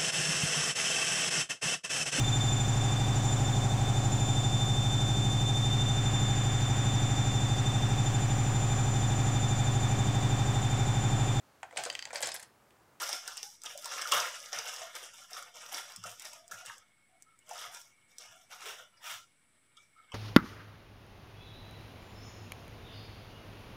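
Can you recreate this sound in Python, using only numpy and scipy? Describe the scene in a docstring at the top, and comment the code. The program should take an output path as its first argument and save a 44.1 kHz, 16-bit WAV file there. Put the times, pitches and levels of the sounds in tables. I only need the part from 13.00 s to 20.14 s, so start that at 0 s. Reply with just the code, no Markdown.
"""A thin plastic bag of crackers is pulled open by hand at a table in a small hard room.
The film snaps in short bright bursts of pings over a rustle of tiny random grains.
Crackers knock as longer, lower pings, rub in dull grains and slide out in swells of friction noise;
soft tones swell and fade, and the bag bumps low table modes. Sparse echoes add the room.
A noise suppressor holds the room hiss down and frays the echo ends; thin hiss bands lie under it."""
import sys
import numpy as np
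from scipy import signal
from scipy.io import wavfile
from scipy.ndimage import uniform_filter1d

SR = 44100
rng = np.random.default_rng(int(sys.argv[2]) if len(sys.argv) > 2 else 0)


def materialize(psi):
    """Save the field psi as 16-bit PCM at rate SR to the path in sys.argv[1].

    A 1-D psi becomes a single channel; in a 2-D psi each row is a channel.
    """
    bounded = np.clip(np.atleast_2d(psi).T, -1, 1)
    quanta = np.round(bounded * 32767).astype(np.int16)
    wavfile.write(sys.argv[1], SR, quanta)


N = 314874  # length in samples

# Levels in the tables are set ahead of colouring, echoes and suppressor.
# Room hiss and rumble: (frequency [Hz], density [dB per Hz])
AIR_SPECTRUM = [(18, -52), (30, -19.5), (102, -3), (255, -7), (707, -17), (2290, -10.5), (2610, -18),
                (3960, -19), (15400, -36.5)]
AIR_DB = -66  # rms
# Wavering background hiss bands: (low edge [Hz], high edge [Hz], level [dB], wavering [dB])
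HISS_BANDS = [(2165, 2215, -80, 4.), (2290, 2335, -83, 3.5), (7650, 8250, -79.5, 1.5),
              (7650, 10600, -79, 2.), (10600, 15300, -91, 1.)]
# Room decay: (frequency [Hz], t60 [s])
ROOM_DECAY = [(300, 0.34), (800, 0.25), (2000, 0.31), (5500, 0.44), (12000, 0.28)]
# Reflections off the table and the chest: (delay [s], level [dB])
EARLY_REFLECTIONS = [(.0022, -10.5), (.0065, -10)]
# Bag and microphone colour together: (frequency [Hz], density [dB per Hz])
BAG_COLOUR = [(120, -76), (200, -4.5), (345, 3.5), (437, 0), (688, -3.5), (1010, -4), (1230, -4),
              (1710, -1.5), (2120, -8), (2460, -6), (3470, -8), (4000, -11.5), (4390, -17.5), (4800, -11.5),
              (5670, -10.5), (11100, -20), (15400, -20)]
# Air resonances in the bag: (frequency [Hz], width [Hz], level [dB])
AIR_POCKETS = [(705.3, 36, 3.5), (1284, 280, 0), (2112, 150, 2), (2905, 270, -1), (3390, 220, -0.5),
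               (5645, 405, -6.5)]
# Low modes of the table: (frequency [Hz], level [dB], t60 [s])
TABLE_MODES = [(109, -6, 0.3), (183, 5, 0.088)]
# The bag bumps the table top: (time [s], level [dB])
TABLE_BUMPS = [(1.146, -45.5), (1.555, -48), (2.977, -43.5), (3.05, -46), (3.527, -50), (3.669, -54),
               (6.104, -53.5)]
# Thin tones as the bag is handled softly: (start [s], length [s], centre pitch [Hz], level [dB])
SOFT_TONES = [(0.436, 0.08, 802, -59.5), (3.332, 0.32, 670, -63.5), (3.605, 0.051, 703, -59),
              (3.52, 0.16, 1417, -57), (4.083, 0.16, 705, -70), (4.249, 0.13, 1335, -65.5),
              (4.658, .1, 709, -57.5), (6.043, .22, 1317, -57.5), (5.322, 0.14, 703, -66),
              (6.774, 0.091, 2317, -64), (6.924, 0.61, 2186, -68), (6.963, 0.14, 1297, -62.5)]
TONE_SPREAD_HZ = 60  # scatter to either side of the centre pitch
# A cracker slides out along the film: (middle [s], half width [s], level [dB], low edge [Hz])
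CRACKER_SLIDES = [(5.686, 0.039, -41.5, 402), (6.098, 0.049, -39, 638)]
SLIDE_TILT_DB = 2  # brightening per octave above the low edge
# Crackers knock and crack in the bag: (time [s], level [dB], pitch [Hz])
CRACKER_KNOCKS = [(0.091, -47.5, 707), (0.279, -50, 1476), (0.66, -43, 3670), (0.748, -56, 688),
                  (0.8577, -48, 1023), (1.017, -43.5, 1850), (1.054, -48, 1400), (1.1213, -34, 1172),
                  (1.1215, -26, 3230), (1.238, -41.5, 1193), (1.528, -47, 716), (1.815, -47, 667),
                  (2.315, -57, 702), (2.422, -55.5, 1260), (2.363, -50, 1200), (2.721, -56, 800),
                  (3.039, -46.5, 1335), (3.051, -55.5, 598), (3.514, -46.5, 1470), (3.696, -50, 1870),
                  (3.699, -54, 1080), (4.509, -44, 803), (5.649, -52, 2230), (6.769, -54.5, 3620),
                  (6.772, -65, 1249), (7.119, -48.5, 3040), (7.118, -56, 1026)]
# Fingers tug or squeeze: (full force [s], rise [s], hold [s], film rustle [dB], cracker rub [dB])
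FINGER_TUGS = [(0.0, 0.022, 0.0024, -32.5, -44), (0.076, 0.023, 0.024, -35, -50),
               (0.294, 0.12, 0.029, -45, -55.5), (0.443, 0.046, 0.0099, -46, -74),
               (0.643, 0.0044, 0.013, -42, -55.5), (0.782, 0.0055, 0.032, -49, -66.5),
               (0.855, 0.0057, 0.23, -39.5, -49), (1.115, 0.00198, 0.072, -30, -38.5),
               (1.307, 0.046, 0.41, -48.5, -60), (1.522, 0.018, 0.31, -42, -50),
               (1.961, 0.044, 0.038, -42.5, -53), (2.142, 0.094, 0.068, -52, -67.5),
               (2.348, 0.13, 0.034, -47, -57), (2.544, 0.017, 0.18, -50, -60),
               (2.726, 0.029, 0.02, -38, -48.5), (2.88, 0.11, 0.045, -51.5, -64.5),
               (3.03, 0.0044, 0.072, -47.5, -59.5), (3.23, 0.11, 0.057, -47, -59),
               (3.513, 0.0046, 0.0087, -44.5, -56.5), (3.652, 0.022, 0.021, -49, -58.5),
               (4.513, 0.082, 0.01, -45, -53.5), (4.583, 0.0092, 0.015, -41.5, -51),
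               (4.728, 0.046, 0.016, -47, -61), (5.076, 0.011, 0.031, -62.5, -71.5),
               (5.197, 0.0026, 0.039, -50.5, -62.5), (5.318, 0.077, 0.085, -59.5, -70.5),
               (5.514, 0.028, 0.18, -50.5, -58.5), (5.746, 0.035, 0.041, -55.5, -61),
               (5.971, 0.005, 0.095, -77.5, -67), (6.767, 0.005, 0.015, -66, -77.5),
               (6.969, 0.0033, 0.062, -92, -73), (7.127, 0.0028, 0.015, -65, -59.5)]
RISE_FROM_DB, SAG_DB_PER_S = -28.5, 17  # level about one rise time early; slackening while held
FILM_FADE_DB_PER_S, RUB_FADE_DB_PER_S = 144, 118  # after letting go
FILM_REST_DB, RUB_REST_DB = -78.5, -77.5  # relaxing film and settling crackers between tugs
SPLIT_HZ = 5140  # border between dull and bright grains
# Creases that buckle audibly: (time [s], body level [dB], fine treble against the body [dB])
FILM_SNAPS = [(0.0912, -24, 4.5), (0.1293, -19.5, 1.5), (0.2776, -24.5, 5), (0.3712, -33.5, 8.5),
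              (0.377, -25, -7), (0.43, -23.5, 1), (0.6184, -37, 4), (0.6362, -51, 26.5),
              (0.6594, -29.5, 3.5), (0.7765, -35.5, 11), (0.8245, -37, 5), (0.8445, -30, 4),
              (0.8571, -27.5, 4), (0.9217, -28, 0), (1.0154, -28, 4.5), (1.0208, -22.5, -1),
              (1.0739, -25.5, 0), (1.088, -29, -3), (1.1205, -13, 3.5), (1.1808, -29, -4),
              (1.201, -17, -10), (1.4023, -34.5, 0), (1.4592, -30, -2), (1.5299, -20.5, -34),
              (1.5877, -21, -4), (1.673, -29.5, -10), (1.7631, -29, -3), (1.953, -29.5, 2),
              (2.3075, -46, 11), (2.3322, -30.5, 0), (2.3746, -36.5, -8), (2.426, -38, 8), (2.612, -47, 2),
              (2.663, -33.5, -5), (2.729, -32.5, -3), (2.7445, -27, -2), (2.921, -36, 4),
              (2.9619, -36.5, 12), (3.039, -33, 3.5), (3.1155, -39, 6.5), (3.197, -38.5, 12),
              (3.222, -37.5, 9), (3.253, -30, 2), (3.3324, -35, 4), (3.48, -45, 11), (3.5167, -38.5, 7),
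              (3.661, -52, 24), (3.7817, -52.5, 18), (4.2233, -49.5, 17), (4.39, -58, 18.5),
              (4.4927, -57, 26), (4.5115, -35.5, -12), (4.585, -49, -6), (4.59, -38.5, 4.5),
              (4.747, -36, 6), (4.8153, -41.5, 6), (5.1838, -32.5, 5), (5.516, -58, 19),
              (6.771, -43.5, 1.5), (7.1195, -45, 2)]
# Pitches in one snap: (body [Hz], lower fine treble [Hz], upper fine treble [Hz])
SNAP_PITCHES = 5643, 8180, 14190
FINE_ECHO_DB = -16  # fine treble is aimed at the microphone and hardly reaches the walls
EDGE_HZ = 15680  # top of the final low-pass


def gain_of(db):
    """Decibels to amplitude."""
    return 10 ** (np.asarray(db) / 20)


def evened(x):
    """Scales to rms 1."""
    return x / np.sqrt(np.mean(x ** 2) + 1e-20)


def read(points, hz):
    """Reads a curve of (frequency, value) points on a log-frequency axis."""
    f, value = np.transpose(points)
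    return np.interp(np.log(hz + 1), np.log(f + 1), value)


def add(mix, s, sound):
    """Mixes a sound in at time s."""
    part = mix[max(round(s * SR), 0):][:len(sound)]
    part += sound[:len(part)]


def drift(rate, count=24):
    """Random wander from sines of up to rate Hz, near rms 1 with its tall peaks clipped."""
    t = np.arange(0, N + 64, 64) / SR
    slow = 0
    for f in np.geomspace(rate / 6, rate, count):
        slow = slow + np.sin(2 * np.pi * (f * t + rng.random())) / np.sqrt(f)
    return np.interp(np.arange(N) / SR, t, np.clip(evened(slow), -2.5, 1.3))


def coloured(x, points):
    """Minimum-phase filter with the given spectrum, mean power gain 1."""
    density_db = read(points, abs(np.fft.fftfreq(8192, 1 / SR)))
    log_gain = np.log(gain_of(np.maximum(density_db, -80)))
    taps = np.fft.ifft(np.exp(np.conj(signal.hilbert(log_gain)))).real[:3000]
    return signal.oaconvolve(x, taps / np.linalg.norm(taps))[:N]


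def ping(hz, cycles):
    """A small patch flicks over: a soft start and a few cycles of ring, peak near 1."""
    turns = np.arange(round(12 * cycles * SR / hz) + 2) * hz / SR
    return np.sin(2 * np.pi * turns) * turns / cycles * np.exp(1 - turns / cycles)


def burst(out_len, db, hz, chance, cycles, spread_s, octaves):
    """A first ping and a quick run of slips, weaker as they come later and scattered in pitch."""
    out = np.zeros(out_len)
    add(out, 0, gain_of(db) * ping(hz, cycles))
    for late, weak, high in chance:
        slip = ping(hz * 2 ** (octaves * (high - .5)), cycles)
        add(out, spread_s * late, gain_of(db - 5 * late - 8 * weak) * slip)
    return out


def grains(lo_hz, hi_hz, per_s, spread_db, cycles, clumps, patchy_db, count=18):
    """Random pings of many pitches; they come in clumps, and each pitch comes and goes."""
    loudness = gain_of(spread_db * np.minimum(rng.exponential(1, N), 2.8))
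    size = loudness * (rng.random(N) < per_s / SR)
    patch, out = rng.integers(0, count, N), np.zeros(N)
    for k, hz in enumerate(np.geomspace(lo_hz, hi_hz, count)):
        shape = ping(hz, cycles)
        train = size * (patch == k) * gain_of(patchy_db * drift(13, count=12))
        out += signal.oaconvolve(train, shape / np.linalg.norm(shape) * np.sqrt(hz))[:N]
    return evened(out * clumps)


def air():
    """Steady hiss and rumble of the room, as filtered noise."""
    return gain_of(AIR_DB) * coloured(rng.standard_normal(N), AIR_SPECTRUM)


def whine():
    """Narrow and wide bands of noise that waver a little."""
    out = np.zeros(N)
    for lo_hz, hi_hz, db, waver_db in HISS_BANDS:
        band = signal.butter(6, [lo_hz, hi_hz], "band", fs=SR, output="sos")
        hiss = evened(signal.sosfilt(band, rng.standard_normal(N)))
        out += gain_of(db + waver_db * drift(1.3)) * hiss
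    return out


def room(x):
    """Sparse echoes of random sign, each band dying at its own speed; three tails take turns."""
    taps = np.zeros((3, SR // 2))
    at = np.arange(130, SR // 2 - 20, 16)
    echo_shape = (3, len(at))
    places = at + rng.integers(0, 16, echo_shape)
    np.put_along_axis(taps, places, rng.choice([-1., 1.], echo_shape), 1)
    hz, t, z = signal.stft(taps, SR, nperseg=256)
    decay = gain_of(-60 * t / read(ROOM_DECAY, hz)[:, None])
    tails = signal.istft(z * decay, SR, nperseg=256)[1]
    turn = np.pi * (np.arange(N) / SR * 3 + np.arange(3)[:, None] / 3)
    fed = x * np.cos(turn) * np.sqrt(2 / 3)  # constant total power
    return signal.fftconvolve(fed, tails / np.linalg.norm(tails[0]), axes=1)[:, :N].sum(0)


def early(x):
    """Direct sound and the first few reflections, as delayed copies."""
    out = x.copy()
    for s, db in EARLY_REFLECTIONS:
        add(out, s, gain_of(db) * x)
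    return out


def hollow(x):
    """The air pockets of the bag ring on a little after each dull sound."""
    out = gain_of(-2.0) * x
    for hz, width, db in AIR_POCKETS:
        out = out + gain_of(db) * signal.lfilter(*signal.iirpeak(hz, hz / width, SR), x)
    return out


def bumps():
    """Soft knocks ring the low modes of the table as decaying sines."""
    out, t = np.zeros(N), np.arange(SR // 3) / SR
    knock = sum(gain_of(db - 60 * t / t60) * np.sin(2 * np.pi * hz * t) for hz, db, t60 in TABLE_MODES)
    soft_start = 1 - np.exp(-t / 0.027)
    for s, db in TABLE_BUMPS:
        add(out, s, gain_of(db) * knock * soft_start)
    return out


def tones():
    """Each tone is a rough cluster of close sines, with a quick swell and a slower end."""
    out = np.zeros(N)
    for (s, length, hz, db), chance in zip(SOFT_TONES, rng.random((len(SOFT_TONES), 9, 2))):
        t = np.arange(0, length, 1 / SR)
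        beat = 0
        for off, phase in chance:
            pitch = hz + TONE_SPREAD_HZ * (2 * off - 1)
            beat = beat + np.sin(2 * np.pi * (pitch * t + phase))
        swell = np.sqrt(np.sin(np.pi * (t / length) ** .5))
        add(out, s, gain_of(db) * evened(beat) * swell)
    return out


def slides():
    """A swell of dense friction: very many tiny slips of uneven size."""
    t, out = np.arange(N) / SR, np.zeros(N)
    for s, width, db, low_hz in CRACKER_SLIDES:
        slips = evened(rng.standard_normal(N) * gain_of(7.0 * rng.standard_normal(N)))
        # the tilt runs over four octaves
        tilt = [(low_hz / 2, -30), (low_hz, 0), (16 * low_hz, 4 * SLIDE_TILT_DB)]
        swell = np.exp(-.5 * abs((t - s) / width) ** 3.0)
        out += gain_of(db + 0.66 * drift(90)) * swell * coloured(slips, tilt)
    return out


def knocks():
    """Hollow crackers ring a little longer and lower than the film."""
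    out = np.zeros(N)
    for (s, db, hz), chance in zip(CRACKER_KNOCKS, rng.random((len(CRACKER_KNOCKS), 6, 3))):
        add(out, s, burst(3000, db, hz, chance, cycles=2.56, spread_s=0.008, octaves=0.55))
    return out


def tugged(levels_db, fade_db_per_s):
    """Level of a layer: every tug swells, holds and fades by the same rule; powers add."""
    t, power = np.arange(0, N + 64, 64) / SR, 1e-14
    for (s, rise, hold, *_), db in zip(FINGER_TUGS, levels_db):
        corners = [-2 * rise - 1e-3, 0, hold + 1e-3]
        shape_db = np.interp(t - s, corners, [2 * RISE_FROM_DB, 0, -SAG_DB_PER_S * hold])
        fade_db = fade_db_per_s * np.maximum(t - s - hold, 0)
        power = power + gain_of(db + shape_db - fade_db) ** 2 * (t > s - 2 * rise)
    return np.interp(np.arange(N) / SR, t, np.sqrt(power))


def rustle():
    """Fine creases fizz in the treble; rubbing crackers fill the middle."""
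    *_, film_db, rub_db = np.transpose(FINGER_TUGS)
    clumps = gain_of(3.04 * drift(40))  # film and crackers move together
    film = grains(SPLIT_HZ, 13400, per_s=1000, spread_db=0.5, cycles=0.75, clumps=clumps, patchy_db=5.0)
    rub = grains(526.8, SPLIT_HZ, per_s=3000, spread_db=3.0, cycles=1.6, clumps=clumps,
                 patchy_db=4.2, count=30)
    film_level = tugged(film_db, FILM_FADE_DB_PER_S) + gain_of(FILM_REST_DB)
    rub_level = tugged(rub_db, RUB_FADE_DB_PER_S) + gain_of(RUB_REST_DB)
    return film_level * film + rub_level * rub


def snaps():
    """Creases of the film let go in bright clicks: a body and its fine treble."""
    body, fine = np.zeros((2, N))
    for (s, db, fine_db), chance in zip(FILM_SNAPS, rng.random((len(FILM_SNAPS), 3, 3, 3))):
        part_levels = db, db + fine_db, db + fine_db - 4.0
        for out, hz, part_db, slips in zip((body, fine, fine), SNAP_PITCHES, part_levels, chance):
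            add(out, s, burst(800, part_db, hz, slips, cycles=0.93, spread_s=0.0027, octaves=0.12))
    return coloured(body, BAG_COLOUR), coloured(fine, BAG_COLOUR)


def scene():
    """Bag sounds direct and through the room; the fine treble of the creases stays nearly dry."""
    bag = gain_of(-1.5) * coloured(hollow(rustle() + slides() + knocks()), BAG_COLOUR)
    body, fine = snaps()
    echoes = room(gain_of(-2.5) * bag + gain_of(-3.5) * body + gain_of(FINE_ECHO_DB) * fine)
    return (early(bag + body + fine) + echoes + tones() + bumps() + air())[None]


def record(dry):
    """The suppressor lowers bins near their usual quiet level; hiss bands and a low-pass follow."""
    z = signal.stft(dry[0], nperseg=1024, noverlap=768)[2]
    across_pitch = uniform_filter1d(abs(z) ** 2, size=3, axis=0)
    power = uniform_filter1d(across_pitch, size=7, axis=1) + 1e-20
    quiet = np.percentile(power, 8, axis=1, keepdims=True)
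    # share of power kept; the square root below limits the cut to 9 dB
    keep = np.maximum(1 - gain_of(14) * quiet / power, gain_of(-18))
    clean = signal.istft(z * np.sqrt(keep), nperseg=1024, noverlap=768)[1][:N] + whine()
    edge = signal.firwin(401, EDGE_HZ, window=("kaiser", 5), fs=SR)
    return signal.oaconvolve(clean, edge, "same")[None] - gain_of(-75.5)  # steady converter offset


dry = scene()
out = record(dry)
materialize(out)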